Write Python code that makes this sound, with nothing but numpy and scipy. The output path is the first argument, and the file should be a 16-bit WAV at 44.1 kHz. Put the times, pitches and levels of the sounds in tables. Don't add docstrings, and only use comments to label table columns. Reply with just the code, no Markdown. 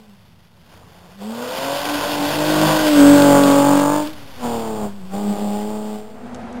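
import sys
import numpy as np
from scipy import signal
from scipy.fft import rfft, irfft, next_fast_len
from scipy.io import wavfile

SR = 44100
rng = np.random.default_rng(int(sys.argv[2]) if len(sys.argv) > 2 else 0)


def gain_from_db(level_db):
    decades = np.asarray(level_db, float) / 20
    return 10 ** decades


def master_out(mix):
    frames = np.transpose(np.atleast_2d(mix))
    ceiling = np.clip(frames, -1, 1)
    pcm = np.round(ceiling * 32767).astype(np.int16)
    wavfile.write(sys.argv[1], SR, pcm)


N = 291060

# time_s, level_db
RUMBLE_LEVEL = [(0.0, -54), (.5, -51), (1.4, -50), (2.25, -43), (3.03, -40), (3.3, -50), (3.44, -37),
                (3.55, -51), (3.81, -55), (4.0, -42.5), (4.5, -44), (5.1, -46), (5.25, -55), (6.05, -54)]
# freq_hz, relative_db (per Hz)
RUMBLE_TONE = [(20, -13), (45, -9.5), (90, 1), (140, -3), (250, -6.5)]

# time_s, firing_hz, note_db, roar_db
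FAR_ENGINE = [(5.8, 224.7, -68, -49), (6.1, 234, -43, -43), (6.25, 246.3, -49, -36),
              (6.42, 251.2, -41, -33.5), (6.5, 245.8, -51, -34), (6.6, 243.5, -34, -33.5)]
# freq_hz, relative_db (per Hz)
FAR_ROAR_TONE = [(24, -51), (40, -20), (90, -11), (145, -24), (245, 0.5), (297, -36), (335, -17.5),
                 (608, -16), (685, -12.5), (1050, -22), (1270, -22.5), (6450, -47.5), (12000, -55),
                 (15600, -91), (22000, -120)]
# pitch_hz, relative_db
FAR_WHINE = [(6395, -76)]
# start_s, relative_db, low_hz (weakened below this)
TICKS = [(6.346, -31, 2190), (6.351, -39, 2300), (6.361, -42, 2500), (6.528, -39, 6000)]

# freq_hz, relative_db (per Hz)
GRAVEL_TONE = [(60, -33), (150, 0), (400, 6), (1000, 4), (1800, 1), (2500, 0.5), (3100, 2.5), (3600, 2.5),
               (4000, -3.5)]
# start_s, relative_db
STONES = [(1.8167, -24), (3.095, -11), (3.221, -9.5), (3.435, -6.5), (4.072, -20), (4.1323, -26),
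          (4.2773, -27), (4.3932, -40), (4.602, -30), (4.7959, -32), (5.166, -33), (5.326, -28),
          (5.487, -30), (5.7727, -31), (5.8535, -39)]
CRACKLES_PER_S, CRACKLE_DB = 15, 8

# time_s, firing_hz
FIRING_RATE = [(0.0, 219.2), (0.38, 171.2), (1.05, 173.8), (1.15, 187.2), (1.36, 236), (1.62, 271.1),
               (1.88, 293.4), (2.25, 291.3), (2.42, 303.4), (2.72, 312.7), (2.87, 304.7), (3.01, 284.8),
               (3.15, 287.2), (3.5, 280.1), (3.85, 288.4), (3.98, 299.5), (4.14, 303), (4.45, 240.6),
               (4.85, 207), (5.04, 185.7), (5.2, 205), (5.5, 204.9), (5.72, 213), (6.0, 212.2),
               (6.3, 217.2)]
# freq_hz, relative_db (per Hz)
RASP_TONE = [(60, -34), (120, -17), (200, -2), (500, 2), (1000, 1), (1600, -6), (2100, -17.5), (4000, -31)]
# multiple (of the cycle rate), relative_db
VIEW_AFAR = [(1, -29), (2, -26), (3, -17), (4, -19), (5, -22), (6, -7), (7, -23), (8, -23), (9, -21),
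             (10, -18), (11, -12), (12, 0), (13, -16), (14, -15), (15, -7), (16, -16), (17, -19), (18, -16),
             (19, -19), (20, -16), (21, -9), (22, -15), (23, -22), (24, -13), (25, -21), (26, -21),
             (27, -25), (28, -21), (29, -23), (30, -19), (31, -21), (32, -21), (33, -19), (34, -22),
             (35, -25), (36, -20)]
VIEW_FRONT = [(1, -30), (2, -22), (3, -11), (4, -12), (5, -20), (6, 0), (7, -19), (8, -23), (9, -16),
              (10, -12), (11, -16), (12, -6), (13, -14), (14, -17), (15, -17), (16, -15), (17, -23),
              (18, -10), (19, -17), (20, -17), (21, -15), (22, -17), (23, -22), (24, -19), (25, -29),
              (26, -26), (27, -22), (28, -21), (29, -15), (30, -20), (31, -25), (32, -26), (33, -27),
              (34, -27), (35, -30), (36, -26)]
VIEW_ABREAST = [(1, -41), (2, -32), (3, -24), (4, -20), (5, -32), (6, 0), (7, -22), (8, -26), (9, -17),
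                (10, -20), (11, -23), (12, -8), (13, -22), (14, -26), (15, -23), (16, -30), (17, -34),
                (18, -17), (19, -28), (20, -30), (21, -24), (22, -30), (23, -35), (24, -23), (25, -31),
                (26, -36), (27, -28), (28, -30), (29, -34), (30, -22), (31, -22), (32, -30), (33, -23),
                (34, -28), (35, -35), (36, -42)]
VIEW_SIDE = [(1, -35), (2, -36), (3, -18), (4, -17), (5, -25), (6, 0), (7, -19), (8, -24), (9, -14),
             (10, -19), (11, -17), (12, -3), (13, -15), (14, -25), (15, -17), (16, -22), (17, -31),
             (18, -12), (19, -26), (20, -24), (21, -18), (22, -28), (23, -29), (24, -17), (25, -23),
             (26, -30), (27, -20), (28, -27), (29, -34), (30, -24), (31, -27), (32, -34), (33, -26),
             (34, -30), (35, -36), (36, -38)]
VIEW_PAST = [(1, -37), (2, -29), (3, -16), (4, -16), (5, -26), (6, 0), (7, -19), (8, -25), (9, -18),
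             (10, -15), (11, -17), (12, -5), (13, -15), (14, -29), (15, -20), (16, -16), (17, -27),
             (18, -8), (19, -15), (20, -18), (21, -14), (22, -22), (23, -25), (24, -15), (25, -21),
             (26, -31), (27, -22), (28, -27), (29, -29), (30, -25), (31, -28), (32, -33), (33, -27),
             (34, -22), (35, -29), (36, -33)]
VIEW_TURNING = [(1, -30), (2, -24), (3, -17), (4, -16), (5, -22), (6, 0), (7, -18), (8, -23), (9, -11),
                (10, -22), (11, -22), (12, -3), (13, -18), (14, -23), (15, -13), (16, -21), (17, -26),
                (18, -7), (19, -15), (20, -20), (21, -12), (22, -18), (23, -23), (24, -10), (25, -20),
                (26, -25), (27, -18), (28, -24), (29, -29), (30, -19), (31, -25), (32, -28), (33, -21),
                (34, -25), (35, -30), (36, -28)]
VIEW_REAR = [(1, -39), (2, -33), (3, -27), (4, -28), (5, -28), (6, 0), (7, -26), (8, -32), (9, -16),
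             (10, -33), (11, -28), (12, -10), (13, -25), (14, -28), (15, -21), (16, -24), (17, -32),
             (18, -13), (19, -28), (20, -30), (21, -18), (22, -21), (23, -27), (24, -12), (25, -27),
             (26, -32), (27, -27), (28, -32), (29, -35), (30, -29), (31, -36), (32, -36), (33, -29),
             (34, -32), (35, -33), (36, -29)]
# time_s, view (0 afar, 1 front, 2 abreast, 3 side, 4 past, 5 turning, 6 rear)
FACING = [(1.85, 0), (2.25, 1), (2.82, 1), (3.0, 2), (3.2, 2), (3.32, 3), (3.5, 3), (3.7, 4), (4.15, 4),
          (4.4, 5), (4.9, 5), (5.1, 6)]
# clean_db, rasp_db (both over the bark), unsteadiness (0 steady),
# hollowness (0-1), in_step (0-1, one cylinder pops harder)
ON_THROTTLE = [(-2, -5.5, .3, .85, .1), (-2.5, -7, 0.33, 1, .3), (-.3, -11, .1, .45, .1),
               (-.3, -12, .09, 0, .25), (-.3, -9.5, .1, 0.3, .5), (0, -9, .11, .32, 0),
               (.8, -11.5, .115, 0.45, .1)]
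OFF_THROTTLE = (-11, -2, 1.1, .35, 0)
# freq_hz, gain_db
HOLLOW_TONE = [(200, 0), (380, -7), (520, 1), (1050, 1.5), (1280, -8), (1500, 4), (1750, -6), (1950, .5),
               (2150, -6), (2450, -.5), (4000, 0)]
# open_s, opening_takes_s, close_s, closing_takes_s
THROTTLE = [(-.2, .05, 0.038, 0.18), (1.18, .04, 4.01, .14), (4.365, 0.074, 4.86, 0.074),
            (5.095, .045, 6.86, .1)]
FIRING_POWER = 2
SHUT_NOTE_DB, SHUT_OCTAVE_DB, SHUT_BARK_DB, SHUT_GRAVEL_DB = -14, -21.5, -18.5, -7.5
# time_s, note_db (firing note), octave_db, bark_db (exhaust), gravel_db
OPEN_LEVELS = [(0.02, -45.5, -57, -61, -60.5), (0.25, -40, -47, -46, -52.5), (0.6, -49, -50, -44, -55),
               (0.78, -40.5, -46, -31.5, -47.5), (1.08, -35.5, -49, -29, -49.5),
               (1.26, -23, -34.5, -38.5, -47), (1.4, -30.5, -32, -33, -38.5),
               (1.67, -30.5, -24, -29.5, -33), (2.0, -27.5, -28, -27.5, -29.5),
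               (2.26, -21.5, -25, -28, -29.5), (2.7, -17.5, -20, -20.5, -25.5),
               (2.9, -15.5, -19.5, -22.5, -27), (3.04, -4.5, -14, -19.5, -28), (3.2, -9.5, -10, -17.5, -28),
               (3.67, -12.5, -15, -18, -32), (3.98, -18.5, -21.5, -23, -38), (4.18, -32, -28, -34, -40),
               (4.36, -33, -31, -29, -42), (4.46, -23.5, -23, -26.5, -42.5),
               (4.63, -30.5, -25.5, -31, -43.5), (4.8, -26, -27, -29, -48.5),
               (5.0, -21.5, -31, -27.5, -47.5), (5.2, -24, -30, -29.5, -44),
               (5.32, -19.5, -24.5, -29, -45.5), (5.54, -21.5, -27.5, -32, -45),
               (5.6, -26, -27.5, -31.5, -47), (5.95, -28.5, -32, -37, -50), (6.05, -40, -37, -45, -50)]
# middle_s, half_length_s, note_db, octave_db, bark_db
DIPS = [(1.35, .06, -4, -7, 2), (1.546, 0.11, -15, -1, 0.5), (1.798, .12, -9.5, 0.5, -1),
        (2.05, 0.053, -13, 1, 3), (2.142, .09, -1.5, -8, -2), (2.326, .04, -19, 0.5, 0),
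        (2.364, 0.049, -2, -17, -2), (2.697, 0.038, -4, 0, -0.5), (2.914, 0.078, -0.5, -1, -8),
        (5.303, 0.034, 1.5, -11, 1.5), (5.37, 0.053, -13, -7, -0.5), (5.48, 0.052, 1, -12, 1)]
FLUTTER_DB = 1.12
# time_s, gain_db
UNDERTONES = [(1.25, -10), (1.8, -2), (2.55, -1.5), (3.2, 2), (4.2, 1), (5, -1)]
BROKEN_DB = 8
# time_s, engine_gain_db, gravel_gain_db
CAR_GAINS = [(6.0, -1, 4.5), (6.015, -0.5, -1.5), (6.2, -8, -8), (6.4, -9, -18), (6.6, -28, -30)]

CAMERA_HZ = 8000
# time_s, offset (share of full scale)
OFFSET = [(1.2, .0017), (3.9, -0.025), (4.3, -.014), (4.5, -0.024), (5.7, -0.023), (6.1, -0.013),
          (6.6, -0.0054)]
TOP_HZ = 16000


def unit(x):
    return x / np.sqrt(np.mean(x ** 2) + 1e-20)


def curves(rows):
    s, *cols = np.transpose(rows)
    return [np.interp(np.arange(N) / SR, s, c) for c in cols]


def wobble(rate):
    knots = rng.standard_normal(int(N * rate / SR) + 4)
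    return np.interp(np.arange(N) * rate / SR, np.arange(len(knots)), knots)


def filtered(x, response):
    m = next_fast_len(N + 8192)
    return irfft(rfft(x, m) * response(np.fft.rfftfreq(m, 1 / SR)), m)[..., :N]


def coloured(x, points):
    f, db = np.transpose(points)

    def response(hz):
        return gain_from_db(np.interp(np.log(hz + 1), np.log(f), db)) * (hz <= f[-1])

    return unit(filtered(x, response))


def snap(s, decay_s):
    out, t = np.zeros(N + SR), np.arange(SR // 20) / SR
    out[round(s * SR):][:len(t)] = np.exp(-t / decay_s) * rng.standard_normal(len(t))
    return out[:N]


def throttle():
    t = np.arange(N) / SR
    return sum(np.clip(np.minimum((t - on) / rise, 1 - (t - off) / fall), 0, 1)
               for on, rise, off, fall in THROTTLE)


def levels():
    t, shut = np.arange(N) / SR, 1 - throttle()
    dips = sum(np.outer([*db, 0], np.clip(1 - abs(t - s) / half, 0, 1)) for s, half, *db in DIPS)
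    loss = np.outer([SHUT_NOTE_DB, SHUT_OCTAVE_DB, SHUT_BARK_DB, SHUT_GRAVEL_DB], shut)
    return np.array(curves(OPEN_LEVELS)) + loss + dips


def aspect():
    facing, firing = curves(FACING)[0], throttle() ** FIRING_POWER
    mixed = []
    for on, off in zip(np.transpose(ON_THROTTLE), OFF_THROTTLE):
        on_now = np.interp(facing, range(len(ON_THROTTLE)), on)
        mixed.append(off + firing * (on_now - off))
    return mixed


def hollowed(x):
    f, db = np.transpose(HOLLOW_TONE)
    share = np.clip(aspect()[3], 0, 1)
    hollow = filtered(x, lambda hz: gain_from_db(np.interp(hz, f, db)))
    return x + share * (hollow - x)


def rumble():
    level_db = curves(RUMBLE_LEVEL)[0] + 1.5 * wobble(8)
    return gain_from_db(level_db) * coloured(rng.standard_normal(N), RUMBLE_TONE)


def ticks():
    out = np.zeros(N)
    for s, db, low_hz in TICKS:
        burst = snap(s, decay_s=0.0019)
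        thin = filtered(burst, lambda f: np.clip(f / low_hz, 0, 1) ** 3 * np.clip((12500 - f) / 6000, 0, 1))
        out += gain_from_db(db + 2.5) * thin
    return out


def far_engine():
    hz, note_db, roar_db = curves(FAR_ENGINE)
    phase = 2 * np.pi * np.cumsum(hz) / SR
    overtones = [(.5, -9), (1, 2.5), (2, -5.0), (3, -10)]  # multiple, relative_db
    note = sum(gain_from_db(db + 4.6 * wobble(17)) * np.cos(k * phase + 1.3 * wobble(30)) for k, db in overtones)
    roar = gain_from_db(roar_db + 0.97 * wobble(30)) * coloured(rng.standard_normal(N), FAR_ROAR_TONE)
    t = np.arange(N) / SR
    whine = sum(gain_from_db(db + roar_db + 41 + 2.5 * wobble(12)) * np.sin(2 * np.pi * f * t) for f, db in FAR_WHINE)
    return (t > FAR_ENGINE[0][0]) * (gain_from_db(note_db) * note + roar + whine)


def gravel():
    level_db = levels()[3] + FLUTTER_DB * wobble(17)
    clumps = gain_from_db(0.75 * wobble(60) + 0.65 * wobble(300) + 0.48 * wobble(15))
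    hiss = gain_from_db(level_db + 0.5) * coloured(clumps * rng.standard_normal(N), GRAVEL_TONE)
    stones = sum(gain_from_db(db - 3.0) * snap(s, decay_s=0.0043) for s, db in STONES)
    hit_db = level_db + CRACKLE_DB + 2.8 * rng.standard_normal(N)
    hits = (rng.random(N) < CRACKLES_PER_S / SR) * gain_from_db(hit_db)
    tails = signal.lfilter([1], [1, -np.exp(-1 / (0.0026 * SR))], hits)
    crackle = tails * rng.standard_normal(N)
    clicks = filtered(stones + crackle,
                      lambda hz: np.clip((hz - 1800) / 1000, 0, 1) * (hz < CAMERA_HZ / 2))
    return hollowed(hiss) + clicks


def engine():
    cycle = 2 * np.pi * np.cumsum(curves(FIRING_RATE)[0]) / SR / 6
    note_db, octave_db, bark_db = (db + FLUTTER_DB * wobble(14) for db in levels()[:3])
    facing = curves(FACING)[0]
    clean_db, rasp_db, unsteady, _, in_step = aspect()
    broken = np.minimum(unsteady, .4)
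    note_db, octave_db = (db + BROKEN_DB * broken * wobble(22) for db in (note_db, octave_db))

    tables = (VIEW_AFAR, VIEW_FRONT, VIEW_ABREAST, VIEW_SIDE, VIEW_PAST, VIEW_TURNING, VIEW_REAR)
    views = np.array([np.transpose(v)[1] for v in tables])
    views = views - 10 * np.log10(np.sum(gain_from_db(views[:, 13:]) ** 2, axis=1, keepdims=True))

    tones, under_db = np.zeros(N), curves(UNDERTONES)[0]
    for k in range(1, views.shape[1] + 1):
        db = np.interp(facing, range(len(views)), views[:, k - 1]) + bark_db + clean_db
        db = db + (1.65 + 8 * broken) * wobble(9)
        db = db + (k < 6) * under_db
        db = {6: note_db - .5, 12: octave_db - 3.0}.get(k, db)
        start = -.05 * k + (1 - in_step) * rng.uniform(-np.pi, np.pi) * (k % 6 > 0)
        drift = unsteady * (1.7 + 0.074 * k) * wobble(15)
        tones += np.sqrt(2) * gain_from_db(db) * np.cos(k * cycle + start + drift)

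    puffs = np.exp(0.62 * np.cos(6 * cycle - .4))
    rasp_level = gain_from_db(bark_db + rasp_db + 0.5 + 0.59 * wobble(24.7))
    rasp = rasp_level * coloured(puffs * rng.standard_normal(N), RASP_TONE)
    return tones + hollowed(rasp)


def small_camera(x):
    step = np.floor(np.arange(N) * CAMERA_HZ / SR)
    x = np.clip(x + curves(OFFSET)[0], -.95, .95)
    held = np.round(step * SR / CAMERA_HZ).astype(int)
    return x[np.minimum(held, N - 1)]


def scene():
    engine_db, gravel_db = curves(CAR_GAINS)
    car = (rumble() + engine()) * gain_from_db(engine_db) + gravel() * gain_from_db(gravel_db)
    return (small_camera(car) + far_engine() + ticks())[None]


def top_cut(x):
    return signal.sosfilt(signal.butter(12, 16370, fs=SR, output="sos"), x)


def record(dry):
    limited = filtered(dry, lambda hz: np.clip((TOP_HZ - hz) / 350, 0, 1))
    return top_cut(limited)


dry = scene()
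out = record(dry)
master_out(out)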